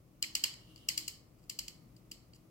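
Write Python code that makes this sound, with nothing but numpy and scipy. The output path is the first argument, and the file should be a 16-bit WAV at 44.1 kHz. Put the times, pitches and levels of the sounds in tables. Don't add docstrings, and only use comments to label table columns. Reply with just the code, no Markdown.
import sys
import numpy as np
from scipy import signal
from scipy.fft import rfft, irfft, next_fast_len
from scipy.io import wavfile
from scipy.ndimage import map_coordinates

SR = 44100
rng = np.random.default_rng(int(sys.argv[2]) if len(sys.argv) > 2 else 0)


def bounce(signal):
    frames = np.transpose(np.atleast_2d(signal))
    limited = np.clip(frames, -1, 1)
    pcm = np.round(limited * 32767).astype(np.int16)
    wavfile.write(sys.argv[1], SR, pcm)


N = 110250

# frequency in Hz, relative level in dB.
AIR_TONE = [(28, -7.5), (42, 3), (90, -2.5), (150, 2), (200, -1), (260, -5), (320, -5.5), (400, -11.5),
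            (600, -12.5), (900, -21.5), (1200, -18.5), (1600, -28.5), (2200, -25.5), (3800, -31.5),
            (5000, -29.5), (9000, -32.5), (15500, -30)]
# frequency in Hz, left over right in dB.
AIR_PAN = [(30, 1.8), (120, 2.5), (300, 7.2), (700, 0.33), (8000, 0.33)]
# frequency in Hz, left-right correlation.
AIR_CORRELATION = [(30, 0.81), (250, 0.93), (600, 0.37), (1500, 0.1), (8000, 0.033)]
# time in seconds, gain in dB.
AIR_SWELL = [(0, 0.5), (.4, 3), (.8, 4.5), (1.3, 2), (1.7, 3.65), (2.1, 2.5), (2.5, 2)]
# frequency in Hz, level in dB before ride and pan.
HUM_LINES = [(119, -69), (317, -71)]
# time in seconds, gain in dB.
UPPER_HUM_SWELL = [(0, -12), (.25, -2.5), (.58, -13), (.73, 4.5), (1.03, 6), (1.15, -11), (1.8, -4.5),
                   (2.12, 6.5), (2.22, -9), (2.5, 4)]
# start in seconds, level in dB,
# length in seconds, treble tilt in dB per octave, left over right in dB, relative rebound level in dB.
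DIAL_CUES = [(.2255, -20, 0.0014, -1.5, 1.5, -11), (0.3516, -19, .0032, -0.5, 0.5, -21.5),
             (0.4383, -16.5, .0034, -2, -0.5, -25), (0.538, -44.5, 0.0036, -3, 8.5, -49),
             (.7600, -46.5, 0.00087, -3.5, 3.5, -42.5), (0.775, -53, .004, -2, -3.5, -46),
             (0.8869, -18, .0026, -.5, 0.5, -19), (0.976, -20.5, 0.0031, 1, .5, -23.5),
             (1.079, -26, 0.0039, 1.5, 0, -27), (1.386, -65, 0.013, 2, 1, -40),
             (1.425, -60.5, .022, 2, 0, -40), (1.4958, -28, .0048, 1, 1, -24),
             (1.5891, -25.5, 0.0036, 0, 2, -34), (1.6805, -33, 0.0038, -0.3, -1, -28),
             (1.9643, -54.5, 0.0035, 0.5, 4, -38.5), (2.1139, -34.5, .0045, 0, 0, -33),
             (2.3338, -52, 0.0041, -4, -1.5, -34), (2.347, -53, .018, 2.5, 1.5, -38)]
# frequency in Hz, T60 in seconds, left and right weights in dB.
CASE_MODES = [(2446, .012, -13.5, -10), (2600, 0.0035, -5, -11.5), (2876, 0.0098, -28.5, 6.5),
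              (4795, 0.024, -2, -4), (4780, 0.0057, 7.5, 7), (5670, 0.0067, -19, -3.5),
              (5340, .006, -16, -17), (7150, 0.0027, 6.5, -16), (7885, 0.0065, 4.5, 0.5),
              (12400, .002, -5, -12), (14730, .002, -3, -22.5)]
# frequency in Hz, relative level in dB.
CRACK_TONE = [(200, -16), (800, -39.5), (1250, 11.5), (1550, -26.5), (2100, 0.5), (3600, -9.5), (5000, 7.5),
              (8000, -2), (9500, -1.5), (11500, -1), (15500, 3.5)]
# frequency in Hz, relative level in dB.
REBOUND_TONE = [(300, -47), (1200, -14.5), (1600, -24.5), (2050, 1.5), (2450, -0.5), (3200, -12),
                (4000, -20), (15000, -40)]
# frequency in Hz, relative level in dB.
CLICK_COLOUR = [(200, -26), (600, -25), (1200, -18), (1550, -21.5), (2000, -12.5), (2750, -5), (3050, 0.5),
                (3450, -11.5), (3800, -10), (4350, 3.5), (5150, 0.5), (5900, -10), (6600, -3), (8200, -2.5),
                (9100, -18), (11500, -8.5), (15500, -13)]
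# frequency in Hz, T60 in seconds.
ROOM_T60 = [(300, 0.42), (1100, 0.77), (2600, 0.35), (4700, 0.39), (7500, 0.32), (11000, .28), (16000, .24)]
# centre in seconds, half length in seconds, level in dB before flutter.
SLIDES = [(0.736, 0.26, -67)]
# frequency in Hz, relative level in dB.
SKIN_TONE = [(1000, -27.5), (2500, -31), (2800, 6.5), (3250, -0.5), (3500, -7.5), (4700, -7.5),
             (6000, -15.5), (10000, -15), (15000, -26.5)]

CONTACTS, CONTACT_DECAY_S, CONTACT_SCATTER_DB = 7, .0001, 2
CASE_ATTACK_S, RIGHT_LAG_S = .0005, .00016
CRACK_T60, CRACK_RISE_DB = .0098, 8
FIRM_DB, CRACK_PER_DB, PING_PER_DB = -27.5, .12, .29
PING_HZ, PING_WIDTH_HZ, PING_DB, PING_LENGTH_S = 4670, 260, 3, .0072
ROOM_DB, ROOM_ONSET_S, EARLY_DB, EARLY_T60 = [-7.5, -7], .0049, -11.5, .095
RIPPLE_DB, RIPPLE_HZ = 3, 45.6
LEVEL_WINDOW_S = .0012


def amp(db):
    return 10 ** (np.asarray(db) / 20)


def unit(x):
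    return x / np.sqrt(np.mean(x ** 2) + 1e-20)


def one_energy(x):
    return unit(x) / np.sqrt(x.shape[-1])


def along(points, hz):
    f, v = np.transpose(points)
    return np.interp(np.log(hz + 1), np.log(f + 1), v)


def pan(db):
    return amp(np.array([[.5], [-.5]]) * db)


def fade(t, t60):
    return np.exp(-np.log(1000) * t / t60)


def times(seconds):
    return np.arange(int(seconds * SR)) / SR


def wobble(rate):
    return map_coordinates(rng.standard_normal(int(N * rate / SR) + 4), [np.arange(N) * rate / SR])


def filtered(x, response):
    n = x.shape[-1]
    m = next_fast_len(2 * n)
    return irfft(rfft(x, m) * response(np.fft.rfftfreq(m, 1 / SR)), m)[..., :n]


def eq(x, tone):
    return filtered(x, lambda hz: amp(along(tone, hz)))


def tilted(x, tilt_db):
    return filtered(x, lambda hz: amp(tilt_db * np.log2(np.maximum(hz, 2500) / 5000)))


def add(out, s, x):
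    part = out[:, round(s * SR):][:, :x.shape[-1]]
    part += x[:, :part.shape[-1]]


def ventilation(air_db=-64, waver_db=4):
    def mid_side(hz):
        width = np.arccos(np.clip(along(AIR_CORRELATION, hz), -1, 1)) / 2
        return (hz > 20) * amp(along(AIR_TONE, hz)) * [np.cos(width), np.sin(width)]

    t = np.arange(N) / SR
    ride = lambda points: amp(np.interp(t, *np.transpose(points)))
    mid, side = filtered(rng.standard_normal((2, N)), mid_side)
    air = unit(filtered(np.array([mid + side, mid - side]), lambda hz: pan(along(AIR_PAN, hz))))
    lines = []
    for hz, db in HUM_LINES:
        waver = amp(waver_db * wobble(5.88))
        phase = 2 * np.pi * hz * t + .4 * wobble(4.6)
        lines.append(amp(db) * unit(waver * np.sin(phase)))
    hum = lines[0] + ride(UPPER_HUM_SWELL) * lines[1]
    return ride(AIR_SWELL) * amp(air_db) * air + pan(db=2.5) * hum


def lead_in(swell_s=.0015):
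    t = times(.012)
    hiss = eq(rng.standard_normal((2, len(t))), CLICK_COLOUR)
    return one_energy(hiss * np.exp((t - t[-1]) / swell_s) * t)


def case_ring(force, t):
    ring = 0
    for hz, t60, left_db, right_db in CASE_MODES:
        knocks = force * rng.standard_normal(len(t))
        impulse = np.cos(2 * np.pi * hz * t) * fade(t, t60) * -np.expm1(-t / CASE_ATTACK_S)
        mode = signal.fftconvolve(knocks, impulse)[:len(t)]
        ring = ring + amp([[left_db], [right_db]]) * one_energy(mode)
    ring[1] = filtered(ring[1], lambda hz: np.exp(-2j * np.pi * hz * RIGHT_LAG_S))
    return ring


def contact_crack(force, t, length):
    snap = force * amp(CRACK_RISE_DB * np.minimum(t / length, 1))
    power = signal.fftconvolve(snap ** 2, fade(t, CRACK_T60) ** 2)[:len(t)]
    return eq(np.sqrt(abs(power)) * rng.standard_normal((2, len(t))), CRACK_TONE)


def bass_cut(x, low_cut_hz=1760):
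    return signal.sosfilt(signal.butter(4, low_cut_hz, "high", fs=SR, output="sos"), x)


def click(level_db, length, tilt_db):
    t = times(.04)
    slots = (np.arange(CONTACTS) + rng.uniform(-.4, .4, CONTACTS)).clip(0)
    age = t - length * slots[:, None] / (CONTACTS - 1)
    strength = amp(CONTACT_SCATTER_DB * rng.standard_normal((CONTACTS, 1)))
    force = (strength * (age >= 0) * np.exp(-abs(age) / CONTACT_DECAY_S)).sum(0)
    ring = case_ring(force, t)
    crack = contact_crack(force, t, length)
    ping_db = PING_DB + PING_PER_DB * max(FIRM_DB - level_db, 0)
    ping_db *= np.exp(-(length / PING_LENGTH_S) ** 2)
    ring = filtered(ring, lambda hz: amp(ping_db * np.exp(-((hz - PING_HZ) / PING_WIDTH_HZ) ** 2)))
    crack_gain = amp(CRACK_PER_DB * (level_db - FIRM_DB)) * amp([[-5], [-9]])
    hit = one_energy(ring) + crack_gain * one_energy(crack)
    return one_energy(bass_cut(tilted(hit, tilt_db)))


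def room(tilt_db, ripple):
    hz, frame_s, spectrum = signal.stft(rng.standard_normal((2, SR * 3 // 4)), SR, nperseg=256)
    tail = signal.istft(spectrum * fade(frame_s, along(ROOM_T60, hz)[:, None]), SR, nperseg=256)[1]
    tail = filtered(tail, lambda f: amp(RIPPLE_DB * map_coordinates(ripple, [f / RIPPLE_HZ], mode="mirror")))
    t = np.arange(tail.shape[1]) / SR
    early = rng.standard_normal(tail.shape) * fade(t, EARLY_T60)
    onset = np.clip(t / ROOM_ONSET_S, 0, 1) ** 2
    coloured = lambda x: one_energy(tilted(eq(x, CLICK_COLOUR), tilt_db) * onset)
    return amp(ROOM_DB)[:, None] * coloured(tail) + amp(EARLY_DB) * coloured(early)


def rebound(t60=.02):
    t = times(.04)
    rattle = rng.standard_normal((2, len(t))) * t * fade(t, t60)
    return one_energy(bass_cut(eq(rattle, REBOUND_TONE)))


def dial(lead_db=-26.5, rebound_delay_s=.012):
    out = np.zeros((2, N))
    ripple = rng.standard_normal(1024)
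    for s, db, length, tilt_db, pan_db, rebound_db in DIAL_CUES:
        direct, hiss = click(db, length, tilt_db), lead_in()
        add(direct, rebound_delay_s, amp(rebound_db) * rebound())
        add(out, s - hiss.shape[1] / SR, amp(db + lead_db) * hiss)
        add(out, s, amp(db) * pan(pan_db) * direct)
        add(out, s, amp(db) * room(tilt_db, ripple))
    return out * np.sqrt(LEVEL_WINDOW_S * SR)


def fingertip(flutter_db=1.52):
    t = np.arange(N) / SR
    stroke = sum(amp(db) * np.exp(-((t - s) / half) ** 2) for s, half, db in SLIDES)
    flutter = amp(flutter_db * wobble(36))
    return stroke * flutter * unit(eq(rng.standard_normal((2, N)), SKIN_TONE))


def scene():
    return dial() + fingertip() + ventilation()


def record(dry, top_hz=15850):
    return filtered(dry, lambda hz: hz < top_hz)


dry = scene()
out = record(dry)
bounce(out)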